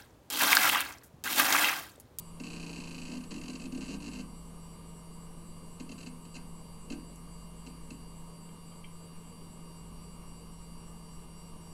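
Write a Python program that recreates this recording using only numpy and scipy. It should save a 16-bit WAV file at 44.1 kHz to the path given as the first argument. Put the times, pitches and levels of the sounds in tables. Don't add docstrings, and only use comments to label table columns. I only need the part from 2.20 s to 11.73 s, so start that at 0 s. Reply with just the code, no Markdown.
import sys
import numpy as np
from scipy import signal
from scipy.fft import rfft, irfft, next_fast_len
from scipy.io import wavfile
from scipy.ndimage import uniform_filter1d, map_coordinates

SR = 44100
rng = np.random.default_rng(int(sys.argv[2]) if len(sys.argv) > 2 else 0)


def log_audio(samples):
    frames = np.atleast_2d(samples).T
    limited = np.clip(frames, -1, 1)
    pcm = np.round(limited * 32767).astype(np.int16)
    wavfile.write(sys.argv[1], SR, pcm)


N = 420273
TIME = np.arange(N) / SR
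RING_TIME = np.arange(SR // 2) / SR


def head_clicks(seeks, shell_db=18, cage_db=16, crackle_db=16, cage_fade_s=0.035):
    # pitch in Hz, width in Hz, relative level in dB.
    shell_notes = [(1560, 18, -3.5), (2160, 100, -11), (2557, 88, -5.5), (2698, 120, 2), (2794, 96, -2),
                   (2985, 55, -3.5), (3114, 44, -10), (4090, 64, -1.5), (4260, 50, -12.5), (4600, 260, -2),
                   (5010, 67, -18), (5740, 140, -9), (6400, 80, -15), (6840, 130, -10.5), (7130, 66, -10),
                   (7960, 110, -12.5)]
    # frequency in Hz, gain in dB.
    rattle_tone = [(150, -17), (450, 7.5), (800, 5), (1250, 2), (1800, -1), (2700, 6), (3400, -6),
                   (4500, 2), (5300, -2), (6800, 1), (8000, -0.5), (10000, -21.5), (15000, -43)]
    start, db, travel, stop_db, _ = seeks
    kicks = pulses(start, amp(db))
    kicks -= pulses(start + travel / 2, amp(db + stop_db / 2 - 6))
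    kicks += pulses(start + travel, amp(db + stop_db))
    cage_ring = rng.standard_normal(len(RING_TIME)) * amp(-60 * RING_TIME / cage_fade_s)
    cage_ring *= 1 - np.exp(-RING_TIME / 0.00098)
    rattle = amp(cage_db) * convolved(kicks, cage_ring) + amp(crackle_db) * crackle(kicks, fade_s=0.12)
    shell = amp(shell_db) * struck(kicks, shell_notes)
    return shell + filtered(rattle, lambda hz: amp(along(rattle_tone, hz)))


def all_seeks(scatter_s=.0005, scatter_travel=.15, scatter_db=1.5, stop_db=-1.5):
    # delay in seconds, relative click
    # level in dB, travel time in seconds, stop kick in dB against the first, relative thump level in dB.
    run_step = [(0, -43.5, .0068, -4.5, -45.5), (0.0155, -49, .005, -1, -46)]
    # start in seconds, number of seeks, gap in seconds,
    # travel time in seconds, relative click level in dB, relative thump level in dB.
    bursts = [(.1987, 1, 0, .0034, -46, -38.5), (0.5819, 1, 0, .0045, -49, -41.5),
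              (.880, 6, 0.018, 0.0052, -44.5, -40), (1.0063, 2, .03, 0.004, -50.5, -60),
              (1.1077, 2, 0.0069, .003, -46, -41), (1.14, 3, .02, 0.0043, -45, -40.5),
              (1.213, 3, 0.022, .004, -47.5, -47.5), (1.2798, 2, 0.018, .004, -44.5, -42.5),
              (1.332, 2, .021, .005, -45, -41), (1.397, 2, .0197, 0.0039, -47, -42),
              (1.438, 2, 0.017, .003, -45.5, -38), (1.521, 3, .027, 0.0037, -46, -35.5),
              (1.607, 4, 0.017, .0075, -44.5, -45), (1.68, 6, .0127, 0.0064, -44, -39.5),
              (1.8024, 5, 0.019, .0066, -45.5, -43.5), (1.915, 6, .0177, .007, -45.5, -43),
              (3.599, 1, 0, 0.0066, -43.5, -36.5), (3.691, 2, .0243, 0.0044, -47.5, -42),
              (3.780, 3, 0.024, 0.0066, -49, -50), (3.862, 2, 0.0063, 0.0048, -47.5, -46),
              (4.051, 1, 0, .0013, -51.5, -51), (4.143, 3, 0.0087, 0.0042, -46, -51),
              (4.701, 2, 0.019, .005, -44, -35), (5.464, 1, 0, .006, -49.5, -43),
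              (5.7048, 1, 0, 0.0028, -45.5, -39.5)]
    seeks = [(start + delay, *rest) for start in run_times() for delay, *rest in run_step]
    for start, count, gap, travel, click_db, thump_db in bursts:
        for k, (late, far, hard, brake) in enumerate(rng.standard_normal((round(count), 4))):
            seeks.append((start + k * gap + scatter_s * late,
                          click_db + scatter_db * hard,
                          travel * np.exp(scatter_travel * far),
                          stop_db + scatter_db * brake,
                          thump_db + scatter_db * hard))
    return np.transpose(seeks)


def run_times(first_pass_s=.002646, turn_s=.005986):
    # rough start in seconds, number of steps, average gap in seconds.
    runs = [(.2349, 11, .03245), (.6012, 8, .0359)]
    wanted = np.concatenate([start + gap * np.arange(steps) for start, steps, gap in runs])
    return first_pass_s + turn_s * np.round((wanted - first_pass_s) / turn_s)


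def case_thumps(seeks, lag_s=0.00401, gain_db=27):
    # pitch in Hz, width in Hz, relative level in dB.
    panel_notes = [(197, 7.3, -4.5), (252.5, 12.5, 1), (293.6, 7, -3), (332.5, 8.6, -10.5), (376, 36, -20),
                   (461, 38, -20.5), (626, 26, -26.5), (736, 16, -26)]
    start, *_, thump_db = seeks
    place_in_time = np.argsort(np.argsort(start))
    recoil = pulses(start + lag_s, (-1) ** place_in_time * amp(thump_db))
    return amp(gain_db) * struck(recoil, panel_notes)


def arm_sway(start_db=-23.5, stop_db=-26, travel_s=.0064):
    # pitch in Hz, width in Hz, relative level in dB.
    arm_notes = [(2663, 110, 11), (4080, 54, -4)]
    starts = run_times()
    leaving = pulses(starts, np.full(len(starts), amp(start_db)))
    landing = pulses(starts + travel_s, np.full(len(starts), amp(stop_db)))
    return struck(leaving + landing, arm_notes)


def housing_ticks(tick_db=10, snap_db=8, snap_hz=6000):
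    # time in seconds, relative level in dB.
    tick_times = [(6.29, -50), (6.52, -47), (6.641, -40), (6.644, -34.5), (7.05, -51)]
    snap_times = [(4.957, -34)]
    # pitch in Hz, width in Hz, relative level in dB.
    tick_notes = [(2130, 90, -5), (2340, 62, -4), (2620, 120, -12), (2860, 55, -7), (3150, 42, 3.5)]
    times, db = np.transpose(tick_times)
    ticks = struck(pulses(times, amp(db + tick_db)), tick_notes)
    times, db = np.transpose(snap_times)
    snap = crackle(pulses(times, amp(db + snap_db)), fade_s=.03)
    return ticks + filtered(snap, lambda hz: (hz > snap_hz) & (hz < 2 * snap_hz))


def spindle(turn_hz=167.3):
    # time in seconds, level in dB.
    hum_levels = [(0, -53.5), (.42, -46), (1.03, -51), (9.5, -52)]
    # pitch in Hz, level in dB.
    faint_notes = [(2110, -80.5), (2907, -81), (3009, -80), (4587, -80), (5792, -82.5)]
    hum = amp(curve(hum_levels)) * tone(turn_hz, drift_hz=0.3, rate=3.01)
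    return hum + sum(amp(db + wobble(8)) * tone(hz, drift_hz=2.41, rate=15) for hz, db in faint_notes)


def motors(pitch_hz=936.5):
    # multiple of the pitch, relative level in dB,
    # share of the second motor, share of the slow swell.
    overtones = [(1, -70, .1, 0), (3, -72, .15, .15), (5, -69.3, .45, 0), (6, -81, .4, .9), (7, -86, .3, 0)]
    # time in seconds, pitch gap in Hz.
    pitch_gap = [(3.9, .476), (4.1, .595)]
    # time in seconds, gain in dB.
    whine_levels = [(3.3, -2.5), (4.3, 0)]
    swell_levels = [(0, 1), (2.5, 7), (4.2, 1), (6, 0), (8, 6.5), (9.5, 9.5)]
    first_phase = 2 * np.pi * np.cumsum(pitch_hz + 0.149 * wobble(4)) / SR
    second_phase = first_phase + 2 * np.pi * np.cumsum(curve(pitch_gap)) / SR
    whine_db, swell_db = curve(whine_levels), curve(swell_levels)
    whine = np.zeros(N)
    for multiple, db, second_share, swell_share in overtones:
        pair = np.sin(multiple * first_phase) + second_share * np.sin(multiple * second_phase)
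        whine += amp(db + whine_db + swell_share * swell_db) * pair
    return np.sqrt(2) * whine


def bearings(flutter_hz=10, gain_db=-1):
    # pitch in Hz, relative level in dB.
    whistles = [(7397, -82.5), (7585, -85), (7736, -69), (7833, -89), (8274, -88), (8333, -90),
                (8425, -77.5), (8522, -85.5), (8694, -73), (8990, -80), (9022, -84), (9146, -84.5),
                (9362, -77.5), (9458, -82), (9668, -72), (10207, -78), (10524, -72), (10627, -82.5),
                (10858, -85), (11235, -80.5), (11590, -78.5), (12026, -80.5), (12177, -78), (13114, -91)]
    # pitch in Hz, pulses per second.
    beat_rates = [(7600, 3.7), (7900, 3.7), (8700, 10.3), (9670, 11.5), (10500, 5), (12000, 4)]
    # pitch in Hz, strength as a share of the first tone.
    twin_shares = [(7800, 0.83), (8700, 0.94), (9670, 0.6), (10400, 0.096), (12000, 0.23)]
    flutter_shares = [(7800, 0.69), (8500, 0.11), (12000, 0.063)]
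    sound = np.zeros(N)
    for hz, db in whistles:
        phase = 2 * np.pi * np.cumsum(hz + 1.45 * wobble(12)) / SR
        beat = np.pi * (along(beat_rates, hz) * TIME + 2 * rng.random())
        flutter = 2 * np.pi * (flutter_hz * TIME + rng.random())
        whistle = np.sin(phase + beat) + along(twin_shares, hz) * np.sin(phase - beat)
        whistle += along(flutter_shares, hz) * np.sin(phase - flutter)
        sound += amp(db + gain_db) * whistle
    return np.sqrt(2) * sound


def fans(throb_hz=48, throb_db=-1, hollow_db=-64):
    # time in seconds, relative level in dB.
    throb_levels = [(0.0, -64), (0.56, -53), (0.69, -62), (1.94, -50.5), (3.71, -61), (5.17, -51),
                    (6.1, -53.5), (6.16, -67), (7.54, -59), (7.62, -53), (9.5, -56), (9.53, -63)]
    # pitch in Hz, level in dB.
    blade_tones = [(16.5, -57), (90, -65), (139, -70), (456, -71.5)]
    # pitch in Hz, width in Hz, relative level in dB.
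    hollow_notes = [(414, 12, -6), (468, 20, 0.5), (540, 31, -10), (613, 17, -2.5), (942.4, 18, -3),
                    (1017, 26, 1), (1123, 44, -0.5), (1213, 48, -2)]
    # frequency in Hz, level in dB per Hz.
    fan_air = [(15, -66.5), (35, -79), (70, -86), (120, -84), (210, -77), (320, -86), (450, -86.5),
               (530, -90.5), (730, -93.5), (1000, -90.5), (1230, -92.5), (1320, -102), (1600, -101.5),
               (1900, -107), (3000, -130)]
    disk_hiss = [(1500, -130), (2200, -101), (2500, -105), (2900, -102), (3400, -107), (4500, -105),
                 (5200, -111), (6500, -110), (7500, -106), (9000, -102), (10000, -104), (11000, -110),
                 (13000, -120), (15500, -123)]
    throb = amp(curve(throb_levels) + throb_db) * tone(throb_hz, drift_hz=1.39, rate=6)
    blades = sum(amp(db + 1.7 * wobble(4)) * tone(hz, drift_hz=1.575, rate=8) for hz, db in blade_tones)
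    hollow = amp(hollow_db) * struck(rng.standard_normal(N), hollow_notes)
    return throb + blades + hollow + rush(fan_air, patchy_db=1.12) + rush(disk_hiss, patchy_db=1.4)


def room(sound):
    # frequency in Hz, seconds to fade by 60 dB.
    fade_times = [(200, 1), (2000, 0.26), (10000, 0.08)]
    hz, seconds, noise = signal.stft(rng.standard_normal(SR // 2), SR, nperseg=256)
    fade = amp(-60 * seconds / along(fade_times, hz)[:, None])
    tail = signal.istft(noise * fade, SR, nperseg=256)[1]
    return convolved(sound, np.pad(tail, (SR // 200, 0)))


def struck(blows, notes, rise_s=0.0008):
    ring = np.zeros(len(RING_TIME))
    for k, (hz, width, db) in enumerate(notes):
        fade = np.exp(-np.pi * width * RING_TIME)
        ring += (-1) ** k * amp(db) * width * fade * np.sin(2 * np.pi * hz * RING_TIME)
    return convolved(blows, ring * (1 - np.exp(-RING_TIME / rise_s)))


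def crackle(blows, fade_s, rise_s=0.0011):
    puff = (amp(-60 * RING_TIME / fade_s) * (1 - np.exp(-RING_TIME / rise_s))) ** 2
    energy = signal.fftconvolve(blows ** 2, puff / puff.sum())[:N]
    return np.sqrt(np.abs(energy)) * rng.standard_normal(N)


def tone(hz, drift_hz, rate):
    cycles = rng.random() + np.cumsum(hz + drift_hz * wobble(rate)) / SR
    return np.sqrt(2) * np.sin(2 * np.pi * cycles)


def rush(spectrum, patchy_db):
    slices = signal.stft(rng.standard_normal(N), nperseg=512)[2]
    patches = uniform_filter1d(rng.standard_normal(slices.shape), size=5, axis=0)
    patches = uniform_filter1d(patches, size=14, axis=1)
    noise = signal.istft(slices * amp(patchy_db * patches / patches.std()), nperseg=512)[1][:N]
    return filtered(noise, lambda hz: amp(along(spectrum, hz))) * np.sqrt(SR / 2)


def amp(db):
    return 10 ** (np.asarray(db) / 20)


def along(rows, hz):
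    frequencies, values = np.transpose(rows)
    return np.interp(np.log(hz + 1), np.log(frequencies + 1), values)


def curve(rows):
    return np.interp(TIME, *np.transpose(rows))


def wobble(rate):
    points = rng.standard_normal(int(N * rate / SR) + 4)
    return map_coordinates(points, [TIME[::64] * rate]).repeat(64)[:N]


def filtered(sound, gain_at):
    size = next_fast_len(N + SR // 2)
    return irfft(rfft(sound, size) * gain_at(np.fft.rfftfreq(size, 1 / SR)), size)[:N]


def convolved(sound, ring):
    return signal.fftconvolve(sound, ring / np.linalg.norm(ring))[:N]


def pulses(times, sizes):
    return np.bincount(np.clip(np.round(times * SR).astype(int), 0, N - 1), sizes, N)


def scene(click_echo_db=-9, thump_echo_db=-15):
    seeks = all_seeks()
    clicks = head_clicks(seeks) + arm_sway() + housing_ticks()
    thumps = case_thumps(seeks)
    echo = room(amp(click_echo_db) * clicks + amp(thump_echo_db) * thumps)
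    return (clicks + thumps + echo + spindle() + motors() + bearings() + fans())[None]


def record(dry, top_hz=15720):
    return filtered(dry[0], lambda hz: hz < top_hz)[None]


dry = scene()
out = record(dry)
log_audio(out)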